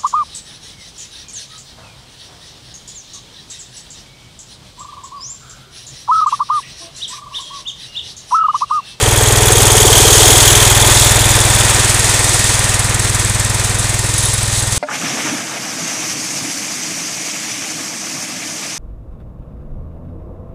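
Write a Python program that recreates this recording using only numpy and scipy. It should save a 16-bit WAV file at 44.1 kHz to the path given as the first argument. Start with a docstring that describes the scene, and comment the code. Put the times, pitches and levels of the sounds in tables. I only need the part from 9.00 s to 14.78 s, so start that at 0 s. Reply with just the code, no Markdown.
"""Exhaust thumps, belt chirps and snow hiss swell and fade as a garden tractor backs past close by with its blade.
Each four-stroke cycle of its single cylinder sets off a resonant exhaust thump with a spit of gas,
two chirps of a belt with overtones and a gulp of intake air; casing and fan ring with rattle and knocks.
Each engine part swells as it comes abreast and fades with distance; intake and belt also fade behind bodywork.
Grainy noise makes the snow hiss in shoves, tyre chains clink, and the loudest peaks round off."""
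import sys
import numpy as np
from scipy import signal
from scipy.fft import rfft, irfft
from scipy.io import wavfile

SR = 44100
rng = np.random.default_rng(int(sys.argv[2]) if len(sys.argv) > 2 else 0)


def generate_wav(signal):
    """Clip the signal to [-1, 1] and save it as 16-bit WAV at the path in sys.argv[1]."""
    frames = np.transpose(np.atleast_2d(signal))
    scaled = np.clip(frames, -1, 1) * 32767
    pcm = np.round(scaled).astype(np.int16)
    wavfile.write(sys.argv[1], SR, pcm)


N = 254898

# the governor hunts slowly: (time [s], engine cycles [1/s])
SPEED = [(0.0, 20.17), (0.44, 20.3), (1.13, 19.82), (1.33, 20.18), (2.38, 20.43), (3.96, 19.78),
         (5.03, 20.36), (5.4, 20.76), (5.78, 20.33)]
# how the tractor stands to the listener: (time [s], facing [0 = close and side on, 1 = seen from the front])
FACING = [(0, 0), (1.7, 0), (2.8, .45), (4, 1), (5.78, 1)]
# the engine pulls hard for a moment
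PULL_AT_S, PULL_HALF_S = 0.64, 0.43


def amp(db):
    """Decibels to gain."""
    return 10 ** (np.asarray(db) / 20)


def unit(x):
    """Scales to rms 1."""
    return x / np.sqrt(np.mean(x ** 2) + 1e-20)


def curves(rows):
    """Each column of a table, after the time, as a value per sample."""
    s, *columns = np.transpose(rows)
    return [np.interp(np.arange(N) / SR, s, c) for c in columns]


def colour(x, points):
    """Filters by a spectrum drawn on a log-frequency axis, then scales to rms 1."""
    hz, db = np.transpose(points)
    f = np.fft.rfftfreq(N, 1 / SR)
    gain = amp(np.interp(np.log(f + 1), np.log(hz), db))
    return unit(irfft(rfft(x) * gain, N))


def wander(hz):
    """Smooth random drift of rms 1 that changes up to about hz times a second."""
    f = np.fft.rfftfreq(N, 1 / SR)
    lowpass = np.exp(-(f / hz) ** 2)
    return unit(irfft(rfft(rng.standard_normal(N)) * lowpass, N))


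def resonate(x, hz, width):
    """One band-pass resonance of gain 1 at its centre; width in Hz."""
    return signal.lfilter(*signal.iirpeak(hz, hz / width, SR), x)


def ring(x, modes):
    """A body with several resonances, scaled to rms 1."""
    body = np.zeros(N)
    for hz, width, db in modes:
        # two passes narrow the peak, so each one is made wider
        once = resonate(x, hz, 2.4 * width)
        body += amp(db) * resonate(once, hz, 2.4 * width)
    return unit(body)


def stroke(cycle, at, length):
    """A smooth bump once a cycle, placed and sized in fractions of the cycle."""
    offset = (cycle - at + .5) % 1 - .5
    return np.exp(-(offset / length) ** 2)


def puff(cycle, at, length):
    """Once a cycle, a quick rise and a slower fall; times in fractions of the cycle."""
    age = (cycle - at) % 1 / length
    return age * np.exp(1 - age)


def per_cycle(cycle, spread_db):
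    """A random gain for each cycle."""
    gains = amp(spread_db * rng.standard_normal(512))
    return gains[cycle.astype(int)]


def grains(per_s, spread_db):
    """Random clicks of either sign, mostly small and a few large, scaled to rms 1."""
    size = amp(spread_db * np.minimum(rng.exponential(1, N), 4))
    sign = rng.choice([-1, 1], N)
    return unit(size * sign * (rng.random(N) < per_s / SR))


def swell(at_s, half_s):
    """A smooth rise from 0 to 1 and back, at 1/e half_s away from its peak."""
    return np.exp(-((np.arange(N) / SR - at_s) / half_s) ** 2)


def shift(at_s, over_s):
    """A smooth change from 0 to 1."""
    return .5 + .5 * np.tanh((np.arange(N) / SR - at_s) / over_s)


def passing(abreast_s, nearest_m, falloff):
    """Level in dB of a part that drives by, 0 when abreast; falloff 1 is plain spreading, more is a sideways beam."""
    drive_m_per_s = 1.031
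    along_m = drive_m_per_s * (np.arange(N) / SR - abreast_s)
    return -20 * falloff * np.log10(np.hypot(1, along_m / nearest_m))


def hiss(cycle):
    """Crunching snow and rushing air make a grainy hiss that throbs a little with the engine."""
    # the blade shoves a heap of snow: (time [s], half length to 1/e [s], level [dB])
    shove_rows = [(1.986, 0.12, -12.5), (2.81, 0.89, -16.5), (3.404, 0.31, -17.5), (4.203, 0.26, -23.5),
                  (4.658, 0.11, -25), (5.275, 0.24, -22), (5.553, 0.059, -19), (5.766, 0.057, -20.5)]
    # spectrum of the hiss: (frequency [Hz], level [dB])
    hiss_spectrum = [(800, -18), (2900, -4), (3650, 1.5), (4400, 0.5), (5700, 0.5), (6500, 3.5), (7200, 2),
                     (7800, 5), (9000, 3), (10100, -2.5), (11000, -6), (12200, -18.5), (13800, -13.5),
                     (15500, -19)]
    air_db = -11.2 + passing(abreast_s=1.22, nearest_m=0.44, falloff=1.8)
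    slide_db = -21  # the blade slides steadily over the snow
    shove_power = sum((amp(db) * swell(s, half_s)) ** 2 for s, half_s, db in shove_rows)
    level = np.sqrt(amp(air_db) ** 2 + amp(slide_db) ** 2 + shove_power)
    crunch = grains(per_s=5000, spread_db=2.5)
    rush = rng.standard_normal(N)
    throb = 1 + 0.24 * stroke(cycle, at=0.39, length=0.089)
    # snow gives way in clumps
    clumps_db = .95 * wander(hz=55) + .6 * wander(hz=10)
    return level * amp(clumps_db) * unit(throb * colour(rush + 0.62 * crunch, hiss_spectrum))


def chains():
    """Links of the tyre chains strike and chatter briefly, each ringing in decaying, slightly detuned modes."""
    # the clear clinks: (time [s], peak level [dB])
    clink_rows = [(3.344, -15.5), (4.785, -9), (5.179, -3), (5.227, -9), (5.251, -5), (5.337, -7),
                  (5.591, -6), (5.722, -9), (5.76, -9.5)]
    # how a link rings: (frequency [Hz], level [dB], time to fall 60 dB [s])
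    link_modes = [(3720, -8, .06), (4150, -13, .03), (6550, -3, .04), (7770, -4, .04), (9850, 0, .04),
                  (10200, -1, .035)]
    faint_per_s, faint_db = 3, -13
    faint_starts = np.flatnonzero(rng.random(N) < faint_per_s / SR)
    faint = [(n / SR, faint_db) for n in faint_starts]
    t = np.arange(SR // 8) / SR
    out = np.zeros(N + len(t))
    for s, db in clink_rows + faint:
        link = np.zeros(len(t))
        for hz, mode_db, t60 in link_modes:
            detuned_hz = hz * (1 + 0.01 * rng.standard_normal())
            link += amp(mode_db - 60 * t / t60) * np.sin(2 * np.pi * detuned_hz * t)
        chatter = rng.standard_normal(len(t)) * np.exp(-t / 0.01)
        ringing = unit(signal.fftconvolve(link, chatter)[:len(t)])
        clink = ringing + 0.28 * unit(resonate(chatter, hz=7300, width=2800))
        out[round(s * SR):][:len(t)] += amp(db) * clink / abs(clink).max()
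    return out[:N]


def engine_bay(cycle):
    """Valve gear and piston knock on the casing; the flywheel fan rushes through its tin shroud."""
    # spectra of casing and fan: (frequency [Hz], level [dB])
    casing_spectrum = [(60, -24), (170, -1), (240, -3), (330, 7), (600, 3), (1000, 3), (1400, -1.5),
                       (2500, -13), (6000, -60)]
    fan_spectrum = [(200, -2), (800, -2), (1300, -1), (2000, 0.5), (2600, -1.5), (2950, -6), (3500, -4),
                    (5000, -21), (12000, -52)]
    # resonances of casing and shroud: (frequency [Hz], width before ring() widens it [Hz], level [dB])
    casing_modes = [(460, 26, -2.5), (588, 63, 0.5), (743, 39, 3), (857, 88, 0), (937, 71, -12)]
    shroud_modes = [(980, 73, 5), (1195, 18, 11.5), (1535, 160, 3), (1825, 114, 10), (2084, 18, 12.5),
                    (2440, 220, 0.5)]
    casing_db = -16.1 + passing(abreast_s=1.03, nearest_m=0.74, falloff=0.91)
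    fan_db = -16.4 + passing(abreast_s=1.79, nearest_m=2.06, falloff=1.62)
    facing, = curves(FACING)
    # two single-sample knocks a cycle
    first_knock = np.diff(np.floor(cycle - .2), prepend=0)
    second_knock = np.diff(np.floor(cycle - .55), prepend=0)
    knocks = unit(first_knock + 1.06 * second_knock)
    # the casing rings out to the side, most while the open side of the bay faces the listener
    rattle_throb = 1 + 0.24 * puff(2 * cycle, at=0.31, length=0.073)
    rattle = unit(grains(per_s=3000, spread_db=1) * rattle_throb)
    casing_ring_db = -6.0 - 9 * facing + 5.3 * swell(at_s=2.1, half_s=0.4)
    casing_ring = amp(casing_ring_db) * ring(rattle + 1.4 * knocks, casing_modes)
    casing = unit(colour(rattle, casing_spectrum) + casing_ring)
    # the shroud rings through the grille in front
    air_throb = 1 + 0.19 * stroke(cycle, at=0.28, length=0.14)
    air = unit(grains(per_s=9000, spread_db=2) * air_throb)
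    shroud_ring = amp(-13 + 3.7 * facing) * ring(air + 1.55 * knocks, shroud_modes)
    fan = unit(colour(air, fan_spectrum) + shroud_ring)
    return amp(casing_db + 0.72 * wander(hz=15)) * casing + amp(fan_db + 0.96 * wander(hz=25)) * fan


def intake(cycle):
    """About half a cycle after the exhaust, a gulp of air rings the air cleaner; it sinks and fades behind the hood."""
    hidden = shift(at_s=1.62, over_s=0.25)
    hz = 427 * (1 - .24 * hidden)
    level_db = -17.7 + passing(abreast_s=0.93, nearest_m=0.38, falloff=0.73) - 13 * hidden ** 2
    speed, = curves(SPEED)
    # the tone starts afresh with each gulp
    age_s = (cycle - .795) % 1 / speed
    tone = np.sin(2 * np.pi * hz * age_s + .5 * wander(hz=92.0))
    honk = puff(cycle, at=0.802, length=0.078) * tone
    return amp(level_db) * unit(honk * per_cycle(cycle, spread_db=1.2))


def belt(cycle):
    """The belt slips once in each turn of the crank: a rasping, unsteady chirp with overtones."""
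    # the chirp and its overtones: (level [dB])
    partials_db = [3, 2, 0.5, -4.5]
    # rubber rubbing on the pulley: (frequency [Hz], level [dB])
    scuff_spectrum = [(1500, -22), (3500, -0.5), (5200, -4), (7000, 3.5), (10200, -9), (11500, -8),
                      (15000, -16)]
    speed, = curves(SPEED)
    facing, = curves(FACING)
    # the pitch follows engine speed, and rises once by 5 % as the belt tightens
    tightening = 1 + .05 * shift(at_s=1.87, over_s=.15)
    hz = 3310 * speed / speed.mean() * tightening
    hidden_db = -2.2 * shift(at_s=2.6, over_s=0.27) - 19 * facing ** 2
    level_db = -9.3 + passing(abreast_s=1.28, nearest_m=0.68, falloff=1.25) + hidden_db
    crank = 2 * cycle
    turns = np.cumsum(hz * (1 + .024 * wander(hz=500) + .016 * wander(hz=45))) / SR
    # each overtone jitters on its own, which smears it into a band
    squeal = np.zeros(N)
    for k, db in enumerate(partials_db, 1):
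        roughness = 1 + 0.78 * wander(hz=402)
        squeal += amp(db) * roughness * np.sin(2 * np.pi * k * turns + 1.1 * wander(hz=210))
    scuff = colour(rng.standard_normal(N), scuff_spectrum)
    slip = (.27 + puff(crank, at=.69, length=.15)) * per_cycle(crank + .35, spread_db=1.1)
    return amp(level_db) * unit(slip * (unit(squeal) + 0.83 * scuff))


def spit(cycle):
    """With each thump a jet of gas spits from the outlet, whose rim rings; harder when the engine pulls."""
    # spectrum of the gas jet: (frequency [Hz], level [dB])
    gas_spectrum = [(600, -31), (2000, -7), (3000, -16), (5500, -3), (7000, 4.5), (8300, 6.5), (9100, 5),
                    (10000, 1.5), (12000, -8.5), (13500, -14), (15500, -29)]
    pull_db = 7 * swell(PULL_AT_S, PULL_HALF_S)
    level_db = -18.7 + passing(abreast_s=2.22, nearest_m=2.02, falloff=1.44) + pull_db
    jet = puff(cycle, at=0.15, length=0.036) + 0.5 * puff(cycle, at=0.233, length=0.025)
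    force = per_cycle(cycle, spread_db=.9)
    gas = unit(force * jet * colour(rng.standard_normal(N), gas_spectrum))
    rim = ring(gas, [(8350, 92, 0)])
    return amp(level_db) * unit(gas + 0.24 * rim)


def thump(cycle):
    """The exhaust valve opens and a slug of gas rings the muffler and the pipe."""
    # the bass carries far, and dips for a while as the tractor turns its front to the listener
    turning_db = -3.0 * swell(at_s=3.17, half_s=.55)
    pull_db = 0.69 * swell(PULL_AT_S, PULL_HALF_S)
    level_db = -13.4 + passing(abreast_s=1.24, nearest_m=2.72, falloff=1.16) + pull_db + turning_db
    facing, = curves(FACING)
    firing = per_cycle(cycle, spread_db=0.1)
    slug = firing * stroke(cycle, at=.233, length=.078)
    boom = unit(resonate(slug, hz=29, width=20))
    low = unit(resonate(slug, hz=95, width=20))
    high = unit(resonate(slug, hz=129, width=38))
    pipe = unit((.45 + .07 * facing) * low - high)
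    # the steep front of the slug reaches higher resonances, which radiate forwards
    front = firing * stroke(cycle, at=0.188, length=0.007)
    bark = unit(resonate(resonate(front, hz=198, width=19), hz=210, width=670))
    boom_gain = amp(-12 - 2.0 * facing)
    bark_gain = amp(-21.5 + 5.4 * facing)
    return amp(level_db) * (pipe + boom_gain * boom - bark_gain * bark)


def scene():
    """Everything on the engine follows the count of its cycles."""
    speed, = curves(SPEED)
    cycle = .646 + np.cumsum(speed) / SR
    engine = engine_bay(cycle) + intake(cycle) + belt(cycle) + spit(cycle) + thump(cycle)
    return (hiss(cycle) + chains() + engine)[None]


def record(dry):
    """The loudest peaks round off near full scale; then a low-pass limits the band."""
    edge_hz = 15450
    rounded = dry / (1 + abs(dry / 1.02) ** 6) ** (1 / 6)
    lowpass = signal.firwin(511, edge_hz, window=("kaiser", 8), fs=SR)
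    return signal.oaconvolve(rounded, lowpass[None], "same")


dry = scene()
out = record(dry)
generate_wav(out)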